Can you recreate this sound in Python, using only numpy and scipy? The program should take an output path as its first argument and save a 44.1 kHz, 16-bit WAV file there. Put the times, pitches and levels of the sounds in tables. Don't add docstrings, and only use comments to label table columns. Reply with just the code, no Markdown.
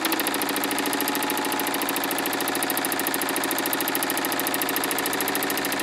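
import sys
import numpy as np
from scipy import signal
from scipy.fft import rfft, irfft
from scipy.io import wavfile

SR = 44100
rng = np.random.default_rng(int(sys.argv[2]) if len(sys.argv) > 2 else 0)


def store_pcm(level_fs):
    pcm = np.round(np.clip(level_fs, -1, 1) * 32767).astype(np.int16)
    wavfile.write(sys.argv[1], SR, np.atleast_2d(pcm).T)


def boost(x):
    u = np.asarray(x, float) / 20
    return 10 ** u


N = 256662

TURN_S, FIRST_S, TURNS = .0737063, .04735, 82
SETTLE_S, SEAT_S = 0.24, .9
GUIDE_SEAT_DB = -4


def band(x, low_hz, high_hz, order=2):
    sos = signal.butter(order, [low_hz, min(high_hz, .45 * SR)], "band", fs=SR, output="sos")
    return signal.sosfilt(sos, x)


def unit(x):
    return x / np.sqrt(np.mean(x ** 2))


def pulses(s, size):
    at = np.asarray(s) * SR + SR
    i = at.astype(int)
    length = N + 2 * SR
    first = np.bincount(i, size * (1 + i - at), length)
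    second = np.bincount(i + 1, size * (at - i), length)
    return (first + second)[SR // 2:N + SR]


def fade(x, seconds, order=1):
    for _ in range(order):
        x = signal.lfilter([1], [1, -np.exp(-1 / (seconds * SR))], x)
    return x[SR // 2:]


def swell(kick, hz, swell_ms):
    ring = fade(kick, 1 / (1000 / swell_ms - 2j * np.pi * hz), order=2).real
    return ring * np.e / (swell_ms / 1000 * SR)


def drift(share, size):
    fresh = rng.standard_normal((TURNS + 40, size))
    return signal.lfilter([np.sqrt(1 - share ** 2)], [1, -share], fresh, axis=0)[40:]


def loose(s, seconds):
    return np.exp(-s / seconds)


def turn_starts(before):
    return FIRST_S + TURN_S * np.arange(-before, TURNS - before)


def knock(table, lag_ms, late_s, wander_db):
    starts, out = turn_starts(2), 0
    starts = starts + lag_ms[np.clip(starts * SR, 0, N - 1).astype(int)] / 1000
    for ms, hz, swell_ms, db in table:
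        late, strong = drift(0.81, size=2).T
        kick = pulses(starts + ms / 1000 + late_s * late, boost(db + wander_db * strong))
        out = out + swell(kick, hz, swell_ms)
    return band(out, 221, 9500, order=3)


def drone(modes, t60, wander_db):
    starts, out = turn_starts(6), 0
    for hz, db in modes:
        kick = pulses(starts + TURN_S * rng.random(), boost(wander_db * drift(0.893, size=1)[:, 0]))
        ring = fade(kick, 1 / (np.log(1000) / t60 - 2j * np.pi * hz), order=2).imag
        out = out + boost(db) * unit(ring)
    return out


def clatter():
    # low_hz, high_hz, share [0-1]
    returning = [(20, 200, .9), (200, 450, .7), (450, 1300, .55), (1300, 2200, .5), (2200, 3500, .6),
                 (3500, 5200, .65), (5200, 17000, .45)]
    turn = (np.arange(N) / SR - FIRST_S) / TURN_S + 1
    size = int(TURN_S * SR)
    hz, out = np.fft.rfftfreq(N, 1 / SR), 0
    for low, high, share in returning:
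        noise = drift(share, size)[turn.astype(int), (turn % 1 * size).astype(int)]
        out = out + rfft(noise) * ((hz >= low) & (hz < high))
    return irfft(out, N)


def strokes():
    # start_s, ring_db, pitch_hz
    feed = [(0, -8.5, 12270), (.3, -11.5, 11600), (.6, -12, 11800), (.86, -13, 11300), (1.08, -12, 11800),
            (1.45, -14, 11240), (1.7, -11, 12130), (2.1, -11, 12280), (2.35, -14, 11500),
            (2.7, -8.5, 12000), (3.15, -10.5, 11770), (3.45, -11, 11360), (3.95, -8.5, 12400),
            (4.35, -11.5, 11450), (4.68, -9, 12330), (5.0, -11.3, 11000), (5.3, -10, 12280),
            (5.82, -15.5, 11250)]
    late, strong, tone, ring, shake = rng.standard_normal((79, 5)).T
    s = FIRST_S + TURN_S * np.arange(len(late))
    at, db, hz = np.transpose(feed)
    die_db = np.interp(s, at, db) + 0.4 * strong
    pitch_hz = np.interp(s, at, hz) * (1 + .02 * tone)
    slack, unseated = loose(s, SETTLE_S), loose(s, SEAT_S)
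    sheet_db = -33 + 7 * slack + 1.2 * s + 0.8 * ring
    bite_s, bite_width_s, bite_db = 1.02, 0.31, 5
    sheet_db = sheet_db + bite_db * np.exp(-((s - bite_s) / bite_width_s) ** 2)
    rattle_db = -30 + 6 * slack + 6.5 * unseated + 0.7 * shake
    late_ms = -.45 + 1.5 * unseated - .13 * s
    return s + late_ms / 1000 + .00012 * late, die_db, pitch_hz, sheet_db, rattle_db


def die_rings(s, db, pitch_hz):
    # pitch_hz, width_hz, level_db
    die_modes = [(7660, 120, -19.5), (8340, 130, -14.5), (9460, 170, -9), (10670, 140, -1),
                 (11600, 120, 2.5), (12000, 110, 4), (13040, 190, 2.5), (15400, 330, -8)]
    # start_s, ring length factor, rise_ms
    landing = [
        (0, 1, .4),
        (.2, .75, .35),
        (1.1, .72, .35),
        (1.25, 1.1, .45),
        (2, 1.1, .45),
        (3, 1.05, .4),
        (4.6, 1.05, .4),
        (5.2, 1.35, .9),
        (5.82, 1.5, 1.3),
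    ]
    modes_per_blow = 72
    t = np.arange(3000) / SR
    at_s, longer, rise_ms = np.transpose(landing)
    longer, rise_s = np.interp(s, at_s, longer), np.interp(s, at_s, rise_ms) / 1000
    die_hz, _, die_db = np.transpose(die_modes)
    dies = len(die_modes)
    mode_db = np.r_[die_db, np.full(modes_per_blow - dies, -6)]
    out = np.zeros(N + len(t))
    draws = rng.standard_normal((len(s), 4, modes_per_blow))
    for k, (detune, size, phase, spread) in enumerate(draws):
        hz = np.r_[die_hz * (1 + .008 * detune[:dies]), pitch_hz[k] * (1 + .12 * detune[dies:])]
        hz = np.clip(hz, 5000, 16500)
        gain = boost(mode_db + 1.9 * size)
        t60 = 0.026 * (11500 / hz) ** 1.3 * boost(0.52 * spread) * longer[k]
        decay = np.exp(-np.log(1000) * t / t60[:, None])
        tones = decay * np.sin(2 * np.pi * hz[:, None] * t + 3 * phase[:, None])
        ring = (gain / np.linalg.norm(gain)) @ tones
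        at = int(s[k] * SR)
        rise = np.minimum(t / rise_s[k], 1)
        out[at:at + len(t)] += boost(db[k] - 2.0) * ring * rise / np.sqrt(longer[k])
    return out[:N]


def crack(s, db):
    # pitch_hz, swell_ms, level_db
    snap_modes = [(5100, .45, 4.5), (6200, .4, 0), (7900, .35, -6)]
    kick = pulses(s + .6 / 1000, boost(db))
    snaps = sum(boost(gain_db) * swell(kick, hz, ms) for hz, ms, gain_db in snap_modes)
    return boost(17) * band(kick, 3000, 11000)[SR // 2:] + snaps


def blows(noise, slack):
    s, die_db, pitch_hz, sheet_db, rattle_db = strokes()
    fresh = rng.standard_normal(N)
    sheet = fade(pulses(s + 0.00032, boost(sheet_db - 0.5)), 0.0091) * unit(band(fresh, 6300, 12240, order=3))
    click = fade(pulses(s + 0.000694, boost(sheet_db + 3.5)), 0.0012) * unit(band(fresh, 3900, 8540))
    click = click + crack(s, sheet_db - 1)
    click = click + fade(pulses(s, boost(die_db - 21)), 0.0012) * unit(band(fresh, 15600, 16800))
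    rattle = fade(pulses(s + 0.0024, boost(rattle_db - 2.5) * np.e / (0.0056 * SR)), 0.0041, order=2)
    slap = fade(pulses(s + .0072, boost(rattle_db - 4.5)), 0.0017)
    rattling = (rattle + slap) * unit(band(noise, 1900, 4700))
    buzz = fade(pulses(s + 0.0046, np.e / (0.0042 * SR)), 0.0069, order=2)
    buzz = buzz * boost(-38.5 + 13 * slack) * unit(band(fresh, 640, 2100))
    return die_rings(s, die_db, pitch_hz) + sheet + click + buzz + rattling


def frame(t, slack, unseated, lag_ms):
    # after_blow_ms, pitch_hz, swell_ms, level_db
    column_modes = [(0.13, 222, 13.3, -28.0), (1.95, 228, 4.8, -26.4), (3.12, 332, 12.2, -24.9),
                    (3.76, 281, 3.5, -35.6), (10.7, 379, 9.1, -23.2), (11.42, 220, 8.2, -22.0),
                    (19.32, 316, 2.0, -15.0), (29.66, 305, 2.9, -29.4), (37.42, 294, 2.1, -20.8),
                    (49.06, 439, 37.4, -41.3), (59.37, 221, 2.2, -24.1), (61.06, 251, 2.3, -25.2),
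                    (63.0, 286, 2.0, -23.1), (64.13, 290, 5.9, -29.5), (69.45, 274, 1.0, -30.8)]
    # after_blow_ms, pitch_hz, swell_ms, level_db
    knocks = [(-3.73, 554, 3.3, -35.3), (1.26, 873, 7.3, -32.4), (4.04, 1031, 9.8, -34.5),
              (6.53, 504, 3.6, -37.9), (7.72, 1209, 0.8, -25.0), (10.25, 982, 39.9, -33.5),
              (10.63, 1273, 25.4, -44.0), (9.9, 1845, 2.6, -23.5), (10.92, 605, 22.8, -35.3),
              (11.63, 657, 60.3, -36.9), (11.81, 822, 2.9, -28.8), (12.0, 725, 25.6, -37.6),
              (12.55, 533, 53.7, -36.7), (21.7, 942, 1.7, -26.9), (24.28, 502, 1.6, -30.4),
              (34.85, 1821, 9.1, -34.8), (39.57, 1307, 0.9, -26.7), (40.73, 585, 11.0, -38.3),
              (40.96, 838, 10.9, -29.8), (41.62, 885, 13.6, -45.6), (42.69, 1728, 0.8, -20.9),
              (43.68, 757, 1.0, -23.2), (45.37, 1469, 1.5, -30.7), (46.53, 1528, 2.4, -33.5),
              (47.16, 1816, 1.6, -28.4), (48.37, 1006, 7.7, -33.6), (51.41, 1722, 3.1, -29.0),
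              (51.98, 1272, 4.5, -30.1), (52.03, 805, 2.4, -25.2), (60.14, 1285, 24.2, -39.9),
              (60.62, 985, 4.5, -27.2), (60.85, 2044, 2.8, -40.6), (63.15, 1471, 1.2, -33.1)]
    long_ms, bright_hz = 20, 1450
    column = knock(column_modes, lag_ms, 2e-5, wander_db=0.4)
    foot = signal.sosfiltfilt(signal.butter(N=4, Wn=212, fs=SR, output="sos"), column)
    column = column - (1 - boost(-12 * unseated)) * foot
    thump = boost(-0.05 - 4.5 * slack + 4.5 * unseated) * column
    mid = knock([k for k in knocks if k[1] < bright_hz and k[2] <= long_ms], lag_ms, 2.5e-5, wander_db=1.0)
    rings = knock([k for k in knocks if k[2] > long_ms], lag_ms, 3e-5, wander_db=1.0)
    guides = knock([k for k in knocks if k[1] >= bright_hz and k[0] > 20], lag_ms, 2.5e-5, wander_db=0.9)
    ping = knock([k for k in knocks if k[1] >= bright_hz and k[0] <= 20], lag_ms, 4e-5, wander_db=0.6)
    out = thump + mid + boost(-7 * unseated) * rings + boost(GUIDE_SEAT_DB * unseated) * guides
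    return out + boost(-3 + 2 * slack + 0.78 * t) * ping


def thump_tones(t, lag_ms):
    # start_s, width_s, after_blow_ms, pitch_hz, level_db
    low_tones = [(.12, .15, 11.33, 360, -27), (.12, .15, 12.6, 270, -25), (.45, .25, 11.51, 370, -29),
                 (.45, .25, 12.87, 280, -24), (.95, .4, 12.7, 280, -23), (.95, .4, 10.56, 340, -31),
                 (1.8, .6, 12.7, 280, -27), (5.4, .5, 12.83, 280, -24), (5.4, .5, 11.17, 370, -29)]
    out = 0
    for s, width, ms, hz, db in low_tones:
        mode = knock([(ms, hz, 6, db)], lag_ms, 1.5e-5, wander_db=.6)
        out = out + np.exp(-((t - s) / width) ** 2) * mode
    return out


def linkage(noise):
    # after_blow_ms, centre_hz, width_hz, t60_s, level_db
    ticks = [(18.5, 2700, 1400, 0.02, -39), (39.3, 7740, 4300, 0.022, -35.5),
             (39.1, 10000, 3000, .025, -48), (50, 10500, 3000, .03, -50), (52.6, 10700, 1700, 0.04, -46),
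             (43, 13500, 3500, .02, -62), (40.4, 3570, 3560, 0.018, -35), (49.6, 7200, 2500, 0.042, -39),
             (51.9, 2450, 2000, 0.026, -36), (53.35, 4050, 3200, 0.013, -36),
             (56.8, 4300, 2400, 0.013, -37), (57.8, 2720, 3000, 0.033, -41), (60.7, 4160, 1340, 0.02, -40)]
    starts, out = turn_starts(2), 0
    for ms, hz, width, t60, db in ticks:
        strong = drift(0.44, size=1)[:, 0]
        shape = fade(pulses(starts + ms / 1000, boost(db + 1.05 * strong)), t60 / np.log(1000))
        out = out + shape * unit(band(noise, hz - width / 2, hz + width / 2))
    return out


def pin_taps(slack, lag_ms):
    # after_blow_ms, pitch_hz, swell_ms,
    # level_db
    small_taps = [(-7.33, 3620, 0.8, -41.5), (-5.42, 2070, 0.8, -38.8), (-3.34, 2370, 0.8, -37.6),
                  (2.56, 2800, 0.8, -31.8), (3.74, 3190, 0.8, -32.3), (6.28, 2760, 0.8, -26.9),
                  (6.91, 3920, 0.8, -30.0), (11.18, 3790, 0.8, -34.9), (12.27, 2760, 0.8, -36.2),
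                  (12.45, 4610, 0.8, -39.0), (14.26, 3790, 0.8, -36.4), (16.8, 4220, 0.8, -39.0),
                  (18.25, 2070, 0.8, -31.5), (18.98, 3920, 0.8, -38.7), (20.79, 3920, 0.8, -41.4),
                  (25.42, 3570, 0.8, -40.3), (29.32, 4740, 0.8, -42.1), (29.68, 4310, 0.8, -42.4),
                  (31.77, 4130, 0.8, -41.5), (36.39, 3790, 0.8, -41.7), (39.75, 8350, 0.8, -39.0),
                  (39.84, 4520, 0.8, -36.5), (40.2, 3400, 0.8, -34.0), (40.75, 6240, 0.8, -44.5),
                  (41.38, 4050, 0.8, -34.1), (44.83, 4090, 0.8, -40.9), (46.73, 3920, 0.8, -42.0),
                  (48.91, 3360, 0.8, -39.5), (49.36, 8480, 0.8, -43.1), (49.54, 7020, 0.8, -37.1),
                  (51.9, 7190, 0.8, -41.7), (52.72, 3530, 0.8, -36.7), (53.72, 4650, 0.8, -34.9),
                  (54.35, 7450, 0.8, -44.3), (54.9, 3320, 0.8, -29.6), (56.35, 4260, 0.8, -34.5),
                  (57.07, 2710, 0.8, -32.0), (60.88, 2150, 0.8, -31.4), (61.52, 3660, 0.8, -34.2),
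                  (64.06, 3270, 0.8, -40.9), (64.69, 4480, 0.8, -41.6), (66.23, 3660, 0.8, -41.5),
                  (3.5, 1800, 2.5, -31)]
    return boost(GUIDE_SEAT_DB * slack) * knock(small_taps, lag_ms, 1.2e-5, wander_db=1.4)


def overhang(t):
    # start_s, width_s, pitch_hz, level_db
    sheet_modes = [(0.086, 0.22, 515, -43.5), (1.3, .55, 855, -37), (2.2, 0.33, 855, -44.5),
                   (2.2, 0.9, 746, -43), (4.3, 1, 746, -48), (3.9, 0.22, 990, -50), (4.2, 0.86, 580, -51),
                   (1.46, .6, 500, -49), (3.06, 0.98, 490, -52), (5.5, 0.43, 760, -42.5),
                   (4.97, .3, 450, -44), (5.46, 0.44, 390, -45), (4.3, .4, 340, -42)]
    out = 0
    for s, width, hz, db in sheet_modes:
        out = out + np.exp(-((t - s) / width) ** 2) * drone([(hz, db)], .17, wander_db=1.5)
    return out


def frame_hum(slack):
    # pitch_hz, level_db
    frame_modes = [(1437, -53), (1642, -53.5), (1723, -50), (1790, -50), (2360, -54), (3700, -53),
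                   (4870, -55)]
    # pitch_hz, level_db
    stand_modes = [(203.5, -49), (231, -60)]
    stand = boost(-5 * slack) * drone(stand_modes, 2.07, wander_db=1.7)
    return boost(-4.0) * drone(frame_modes, 0.49, wander_db=1.7) + stand


def boom(t):
    return boost(-52 + 23.5 * loose(np.abs(t - .1), SETTLE_S)) * drone([(325, 0)], 0.27, wander_db=-0.5)


def ground(shifted):
    # pitch_hz, level_db
    floor_modes = [(27, -71), (81, -67), (95, -64.5), (122, -63.5), (136, -57), (149, -60), (163, -61),
                   (176, -62), (190, -60)]
    air = boost(-60.5) * unit(band(rng.standard_normal(N), 22, 180))
    return boost(0.2 + 3.5 * shifted) * (drone(floor_modes, 1.17, wander_db=-0.2) + air)


def shop(noise):
    # pitch_hz, level_db [dB per Hz]
    wash_curve = [(15, -65), (25, -42.5), (92, -26), (190, -22), (300, -11.5), (433, -10), (600, -12),
                  (900, -9.5), (1200, -10), (1550, -11.5), (1780, -12.5), (2040, -13.5), (2900, -19),
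                  (3700, -20.5), (5720, -22), (8830, -28), (11900, -33), (13500, -38), (15200, -42),
                  (16500, -48)]
    # pitch_hz, width_hz, level_db
    panels = [(2360, 240, 5), (3700, 250, 6.5), (4840, 270, 7), (7400, 350, 3)]
    hz = np.fft.rfftfreq(N, 1 / SR)
    curve_hz, curve_db = np.transpose(wash_curve)
    db = np.interp(np.log(hz + 1), np.log(curve_hz), curve_db)
    for at, width, peak_db in panels:
        db = db + peak_db / (1 + (2 * (hz - at) / width) ** 2)
    return unit(irfft(rfft(noise) * boost(db), N))


def sinking(wash, t):
    since = 2 * (t - FIRST_S) / TURN_S % 1
    high = signal.butter(N=2, Wn=1500, btype="high", fs=SR, output="sos")
    treble = signal.sosfiltfilt(high, wash)
    return wash + (boost(4 * (.4 - since ** 2)) - 1) * treble


def scene():
    t = np.arange(N) / SR
    shift_s, shift_rise_s = 5.05, 0.09
    shifted = 1 / (1 + np.exp(-(t - shift_s) / shift_rise_s))
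    slack, unseated = loose(t, SETTLE_S), loose(t, SEAT_S)
    lag_ms = -0.042 + 1.12 * loose(t, 0.89) + .45 * shifted
    noise = clatter()
    hammer = blows(noise, slack) + frame(t, slack, unseated, lag_ms) + thump_tones(t, lag_ms)
    joints = linkage(noise) + pin_taps(slack, lag_ms)
    body = overhang(t) + frame_hum(slack) + boom(t)
    background = ground(shifted) + boost(-34.5) * sinking(shop(noise), t)
    return (hammer + joints + body + background)[None]


def band_limit(x):
    return signal.sosfilt(signal.butter(12, 16970, fs=SR, output="sos"), x)


def low_pass(x, hz):
    return signal.sosfiltfilt(signal.ellip(8, .1, 40, hz, fs=SR, output="sos"), x)


def record(dry):
    limit, above_db = .6, -19
    dry = limit * np.tanh(dry / limit)
    mix = low_pass(dry, 15650) * (1 - boost(above_db)) + boost(above_db) * low_pass(dry, 16750)
    return band_limit(mix)


dry = scene()
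out = record(dry)
store_pcm(out)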